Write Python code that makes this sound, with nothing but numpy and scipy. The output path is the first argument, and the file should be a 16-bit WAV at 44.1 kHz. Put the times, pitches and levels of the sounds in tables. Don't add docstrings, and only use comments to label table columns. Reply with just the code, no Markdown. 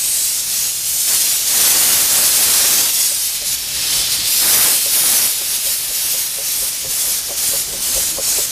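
import sys
import numpy as np
from scipy import signal
from scipy.fft import rfft, irfft
from scipy.io import wavfile
from scipy.ndimage import uniform_filter1d

SR = 44100
rng = np.random.default_rng(int(sys.argv[2]) if len(sys.argv) > 2 else 0)


def int16_out(signal):
    q = np.round(np.clip(np.atleast_2d(signal).T, -1, 1) * 32767)
    wavfile.write(sys.argv[1], SR, q.astype(np.int16))


N = 375275
HOP = 256
TIME = np.arange(N) / SR
FRAME_S = np.arange(N // HOP + 5)[:, None] * HOP / SR
BIN_HZ = np.fft.rfftfreq(4 * HOP, 1 / SR)

# (time [s], share heard from beside [0-1], treble lift [dB/octave], roar relative to rasp [dB])
ASPECT = [(0, 0, 1, -16.5), (1, 0, 1, -17.5), (2.5, 0, 2, -13.5), (3.5, .4, -0.5, -18.5),
          (4.1, 0, 0, -16.5), (4.35, 0.4, 3, -18.5), (5.3, 0.99, 1.5, -17), (6.4, .8, 2, -15),
          (7.2, 0.2, 0, -12.5), (8.51, 0, -0.5, -12)]


def gain_of(db):
    return 10 ** (np.asarray(db) / 20)


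def unit_rms(x):
    return x / np.sqrt(np.mean(x ** 2) + 1e-20)


def spectrum_db(points, hz):
    f, db = np.transpose(points)
    return np.interp(np.log(hz + 1), np.log(f), db)


def follow(rows, t):
    times, *columns = np.transpose(rows)
    return [np.interp(t, times, column) for column in columns]


def add(mix, start_s, sound):
    part = mix[round(start_s * SR):][:len(sound)]
    part += sound[:len(part)]


def noise(spectrum):
    response = gain_of(spectrum_db(spectrum, np.fft.rfftfreq(N, 1 / SR)))
    return unit_rms(irfft(rfft(rng.standard_normal(N)) * response, N))


def wander(rate_hz):
    ratio = np.fft.rfftfreq(N, 1 / SR) / rate_hz
    return unit_rms(irfft(rfft(rng.standard_normal(N)) * ratio / (1 + ratio ** 3), N))


def swell(t, peak_s):
    return t / peak_s * np.exp(1 - t / peak_s)


def gust(start, length, attack_s, release_s, arch_db):
    t = TIME - start
    gate = np.clip(t / attack_s, 0, 1) * np.clip((length - t) / release_s, 0, 1)
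    live = gate > 0
    gate[live] *= gain_of(-arch_db * (2 * t[live] / length - 1) ** 2)
    return gate


def jolts(rise_s=.028):
    # (time [s], rumble level [dB], running gear level [dB])
    bumps = [(3.46, -46, -60), (3.94, -40, -51), (4.17, -36, -52), (4.56, -42, -55), (6.84, -35, -50)]
    return sum(gain_of(levels_db)[:, None] * swell(np.maximum(TIME - start, 0), rise_s)
               for start, *levels_db in bumps)


def rumble(jolt, gain_db=-1.5):
    # (time [s], level [dB])
    levels = [(0, -49), (1, -48.5), (1.8, -45), (3.25, -48.5), (3.95, -40.5), (4.4, -47.5), (5, -47.5),
              (6.6, -50), (8, -42), (8.51, -44)]
    # (frequency [Hz], level [dB])
    spectrum = [(12, -20), (28, -1), (42, -1.5), (65, 1), (100, -1.5), (160, -5), (300, -12.5), (600, -19),
                (1500, -38)]
    rolling = gain_of(follow(levels, TIME)[0])
    return noise(spectrum) * np.hypot(rolling, jolt) * gain_of(gain_db)


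def running_gear(jolt, uneven_db=2.5):
    # (time [s], level [dB])
    levels = [(0, -53), (5.3, -64), (6.7, -59), (7.3, -47), (8.15, -41.5), (8.51, -48)]
    # (frequency [Hz], level [dB])
    spectrum = [(50, -6), (110, -5.5), (230, -4.5), (420, -4), (700, -15), (1500, -30)]
    grumble = gain_of(follow(levels, TIME)[0])
    return noise(spectrum) * np.hypot(grumble, jolt) * gain_of(uneven_db * wander(rate_hz=14))


def hum(waver=0.0043):
    # (time [s], pitch [Hz], fundamental level [dB], octave level [dB])
    tone = [(0, 67, -60, -57), (.95, 66.6, -51, -50.5), (1.2, 66.4, -60, -66), (2.9, 63.85, -60, -60),
            (3.6, 64, -55, -54.5), (3.95, 64, -54, -43), (4.5, 63.7, -60, -58), (5.5, 64, -62, -54.5),
            (8.51, 63.2, -63, -55.5)]
    hz, first_db, second_db = follow(tone, TIME)
    phase = 2 * np.pi * np.cumsum(hz * (1 + waver * wander(rate_hz=3.7))) / SR
    return np.sqrt(2) * (gain_of(first_db) * np.sin(phase) + gain_of(second_db) * np.sin(2 * phase))


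def chuffs(puff_s=0.011, chuff_db=-1, thump_s=0.016, thump_hz=44, thump_lead_s=0.027, thump_db=1):
    # (time [s], level [dB], chimney pitch [Hz], thump level [dB])
    beats = [(3.117, -33.5, 574, -56), (3.422, -32, 567, -43), (3.999, -36, 540, -36),
             (4.861, -27.5, 552, -54), (5.417, -33, 505, -52), (5.669, -31, 540, -41),
             (5.908, -34.5, 515, -40), (6.141, -31.5, 528, -46), (6.388, -28, 550, -46),
             (6.622, -30.5, 530, -39), (6.847, -28.5, 520, -42), (7.082, -35, 497, -40),
             (7.308, -25, 560, -46), (7.535, -25, 547, -41), (7.735, -28.5, 530, -39),
             (7.968, -22, 540, -29), (8.185, -20, 533, -37), (8.388, -23.5, 522, -39)]
    # (frequency / pitch [ratio], bandwidth [Hz], level [dB])
    modes = [(1.02, 25, 4.5), (.85, 22, -2.5), (1.13, 55, -5.5), (1.28, 70, -7), (1.48, 110, -12),
             (1.9, 140, -9)]
    out, t = np.zeros(N), np.arange(SR // 4) / SR
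    crest = SR // 20
    envelope = np.exp(-abs(t - t[crest]) / puff_s)
    for time_s, level_db, pitch_hz, low_db in beats:
        onset = np.minimum(t * pitch_hz, 1)
        ring = np.zeros(len(t))
        for ratio, width_hz, db in modes:
            mode = onset * np.exp(-np.pi * width_hz * t) * np.sin(2 * np.pi * ratio * pitch_hz * t)
            puff = signal.fftconvolve(envelope * rng.standard_normal(len(t)), mode)[:len(t)]
            push = np.r_[np.zeros(crest), mode[:-crest]]
            ring += gain_of(db) * unit_rms(unit_rms(push) + unit_rms(puff))
        ring *= np.linalg.norm(envelope) / np.linalg.norm(ring)
        thump = swell(t, thump_s) * np.sin(2 * np.pi * thump_hz * t)
        add(out, time_s - t[crest], gain_of(level_db + chuff_db) * ring)
        add(out, time_s - thump_lead_s, gain_of(low_db + thump_db) * thump)
    return out


def ground_roar(rasp_flow, blast_flow, roar_db=3.5, flutter_db=0.6):
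    # (frequency [Hz], level [dB])
    spectrum = [(40, -7.5), (120, -5), (250, -1.5), (420, -2), (600, 0), (1100, -1), (1600, 0.5),
                (2500, -1.5), (5000, -25)]
    grazing = rasp_flow * gain_of(follow(ASPECT, TIME)[2])
    roar = noise(spectrum) * np.hypot(grazing, blast_flow)
    return roar * gain_of(roar_db + flutter_db * wander(rate_hz=17))


def passing_rush():
    # (start [s], duration [s], level [dB])
    passage = (3.68, 0.86, -25.5)
    # (frequency [Hz], level [dB])
    spectrum = [(2500, -26), (3300, -6), (4200, -4), (4800, -1), (5350, -1), (5600, -8), (5900, -25),
                (8000, -47)]
    start, length, db = passage
    envelope = gust(start, length, attack_s=0.22, release_s=0.089, arch_db=2)
    return noise(spectrum) * gain_of(db) * envelope


def steam_flow(blast_hiss_db=12.5, band_octaves=0.14):
    # (time [s], hiss level [dB], rasp level [dB])
    leak = [(0, -23.5, -29), (.8, -22, -29), (1.7, -18, -24), (2.9, -21, -26.5), (3.4, -25, -27),
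            (3.62, -25, -27.5), (3.85, -21.5, -22), (4.3, -22.5, -23.5), (4.85, -17, -23), (5.4, -21, -26),
            (6.4, -23, -29.5), (7.7, -24.5, -30.5), (8.51, -23, -30)]
    # (start [s], duration [s], roar level [dB])
    blasts = [(1.055, 0.13, -35.5), (1.478, 0.61, -32), (2.06, 0.26, -31.5), (2.306, 0.614, -33),
              (4.388, 0.385, -29.5), (4.902, 0.4, -33)]
    # (start [s], duration [s], hiss level [dB], rasp level [dB], band centre [Hz], band lift [dB])
    surges = [(-.115, 0.55, -18.5, -31, 8250, 5), (0.452, 0.28, -20.3, -27.5, 6700, 3),
              (.82, 0.42, -20.8, -34, 8000, 6), (1.038, 0.36, -18, -25, 6000, .5),
              (1.444, 0.77, -17.2, -24.5, 6000, 2), (1.578, .13, -16.5, -23, 5500, 3),
              (2.108, 0.5, -16, -23.5, 7000, .5), (2.47, 0.46, -16, -22, 6000, 5),
              (2.907, .21, -16, -26.5, 5200, 1), (3.03, 0.36, -21, -42, 10000, 1),
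              (3.433, .14, -19.5, -27, 10500, 3), (3.873, .18, -19, -24.5, 9500, 3),
              (4.081, 0.11, -21, -26, 9500, 1), (4.25, 0.18, -17, -27, 10500, 2),
              (4.34, .47, -16.5, -24, 8500, 2), (4.887, .46, -17, -29.5, 10170, 2),
              (5.469, .12, -22, -29, 10500, 4), (5.623, .16, -19.5, -29, 10500, .5),
              (5.918, .38, -20.5, -28.5, 6000, 1.5), (6.416, 0.31, -21, -31, 6510, 1.5),
              (6.88, 0.34, -19, -29.5, 10600, 3), (7.349, .3, -18, -28.5, 10800, 3),
              (7.792, .35, -18.5, -28, 8350, 2), (8.203, 0.27, -17.5, -29, 7000, 2)]
    blast = sum((gain_of(db) * gust(start, length, attack_s=0.048, release_s=0.034, arch_db=3.5)) ** 2
                for start, length, db in blasts)
    hiss, rasp = gain_of(follow(leak, TIME)) ** 2
    hiss += blast * gain_of(blast_hiss_db) ** 2
    powers, bands = [], []
    for start, length, hiss_db, rasp_db, band_hz, lift_db in surges:
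        power = gust(start, length, attack_s=0.033, release_s=0.029, arch_db=5) ** 2
        hiss += power * gain_of(hiss_db) ** 2
        rasp += power * gain_of(rasp_db) ** 2
        powers.append(np.interp(FRAME_S, TIME, power) * gain_of(hiss_db) ** 2)
        bands.append(lift_db * np.exp(-.5 * (np.log2((BIN_HZ + 1) / band_hz) / band_octaves) ** 2))
    band_db = np.hstack(powers) @ np.array(bands) / np.interp(FRAME_S, TIME, hiss)
    return np.sqrt(hiss), np.sqrt(rasp), np.sqrt(blast), band_db


def ground_comb(max_strength=.3):
    # (time [s], delay [ms], strength before the cap [ratio])
    ground = [(0, 1.9, 0.16), (.33, 1.7, 0.26), (.45, 1.42, 0.1), (1.1, 1.3, 0.36), (1.4, 1.5, 0.01),
              (2.4, 1.7, 0.07), (3.1, 1.78, .18), (4, 2.3, .14), (4.6, 2.2, .08), (8.51, 1.9, .07)]
    paths = [(1, .8), (.865, .8), (1.09, .4), (3.6, .7), (5.3, .5)]
    delay_ms, strength = follow(ground, FRAME_S)
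    phase = 2 * np.pi * BIN_HZ * delay_ms / 1000
    reflected = sum(share * np.exp(1j * ratio * phase) for ratio, share in paths)
    return 20 * np.log10(abs(1 + np.minimum(strength, max_strength) * reflected))


def turbulence(shape_db, patchy_db):
    real, imag, eddies = rng.standard_normal((3, len(FRAME_S), len(BIN_HZ)))
    eddies = uniform_filter1d(eddies, size=18, axis=0)
    eddies = unit_rms(uniform_filter1d(eddies, size=6, axis=1))
    magnitude = gain_of(shape_db + patchy_db * eddies)
    magnitude /= np.sqrt(np.mean(magnitude ** 2, axis=1, keepdims=True))
    _, sound = signal.istft((magnitude * (real + 1j * imag)).T, nperseg=4 * HOP, noverlap=3 * HOP)
    return unit_rms(sound[:N])


def drain_jets(hiss_flow, rasp_flow, band_db, hiss_db=0.91, rasp_db=-0.3, flutter_db=.5, deepen_db=3):
    # (frequency [Hz], level [dB])
    hiss_ahead = [(1500, -31.5), (3500, -11.5), (5200, -3), (6800, 0), (10000, -0.5), (12000, -2.5),
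                  (14000, -5.5), (15500, -12)]
    hiss_beside = [(1500, -27), (3500, -10.5), (5700, -1.5), (7500, -2), (10300, 0), (12500, -1.5),
                   (14000, -5.5), (15500, -11)]
    rasp_spectrum = [(900, -28), (1600, -14.5), (2100, -7), (2900, -2), (3600, -0.5), (5400, 1), (6000, -5),
                     (10000, -29)]
    beside, tilt_db, _ = follow(ASPECT, FRAME_S)
    comb_db = ground_comb()
    brighten, easy_db = 0.17, -17
    flow_db = 20 * np.log10(np.interp(FRAME_S, TIME, hiss_flow))
    tilt_db += brighten * (flow_db - easy_db)
    hiss_shape = (1 - beside) * spectrum_db(hiss_ahead, BIN_HZ) + beside * spectrum_db(hiss_beside, BIN_HZ)
    hiss_shape += tilt_db * np.log2(np.maximum(BIN_HZ / 7000, 1)) + band_db
    rasp_shape = spectrum_db(rasp_spectrum, BIN_HZ) + deepen_db * beside / (1 + (BIN_HZ / 1900) ** 6)
    hiss = gain_of(hiss_db) * hiss_flow * turbulence(hiss_shape + comb_db, patchy_db=1.93)
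    rasp = gain_of(rasp_db) * rasp_flow * turbulence(rasp_shape + comb_db, patchy_db=1.36)
    return (hiss + rasp) * gain_of(flutter_db * wander(rate_hz=10.8))


def scene():
    hiss, rasp, blast, band_db = steam_flow()
    rumble_jolt, gear_jolt = jolts()
    mix = drain_jets(hiss, rasp, band_db) + ground_roar(rasp, blast) + chuffs() + hum()
    mix += rumble(rumble_jolt) + running_gear(gear_jolt) + passing_rush()
    return np.array([mix, mix])


def record(dry, notch_hz=7630, half_width_hz=55, notch_depth=0.52, ceiling=.95, cutoff_hz=15480):
    hz = np.fft.rfftfreq(N, 1 / SR)
    notch = 1 - notch_depth / (1 + 1j * (hz - notch_hz) / half_width_hz)
    coloured = irfft(rfft(dry) * notch, N)
    limited = coloured / (1 + (coloured / ceiling) ** 8) ** (1 / 8)
    low_pass = signal.firwin(1023, cutoff_hz, window=("kaiser", 9), fs=SR)
    return signal.oaconvolve(limited, low_pass[None], "same")


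dry = scene()
out = record(dry)
int16_out(out)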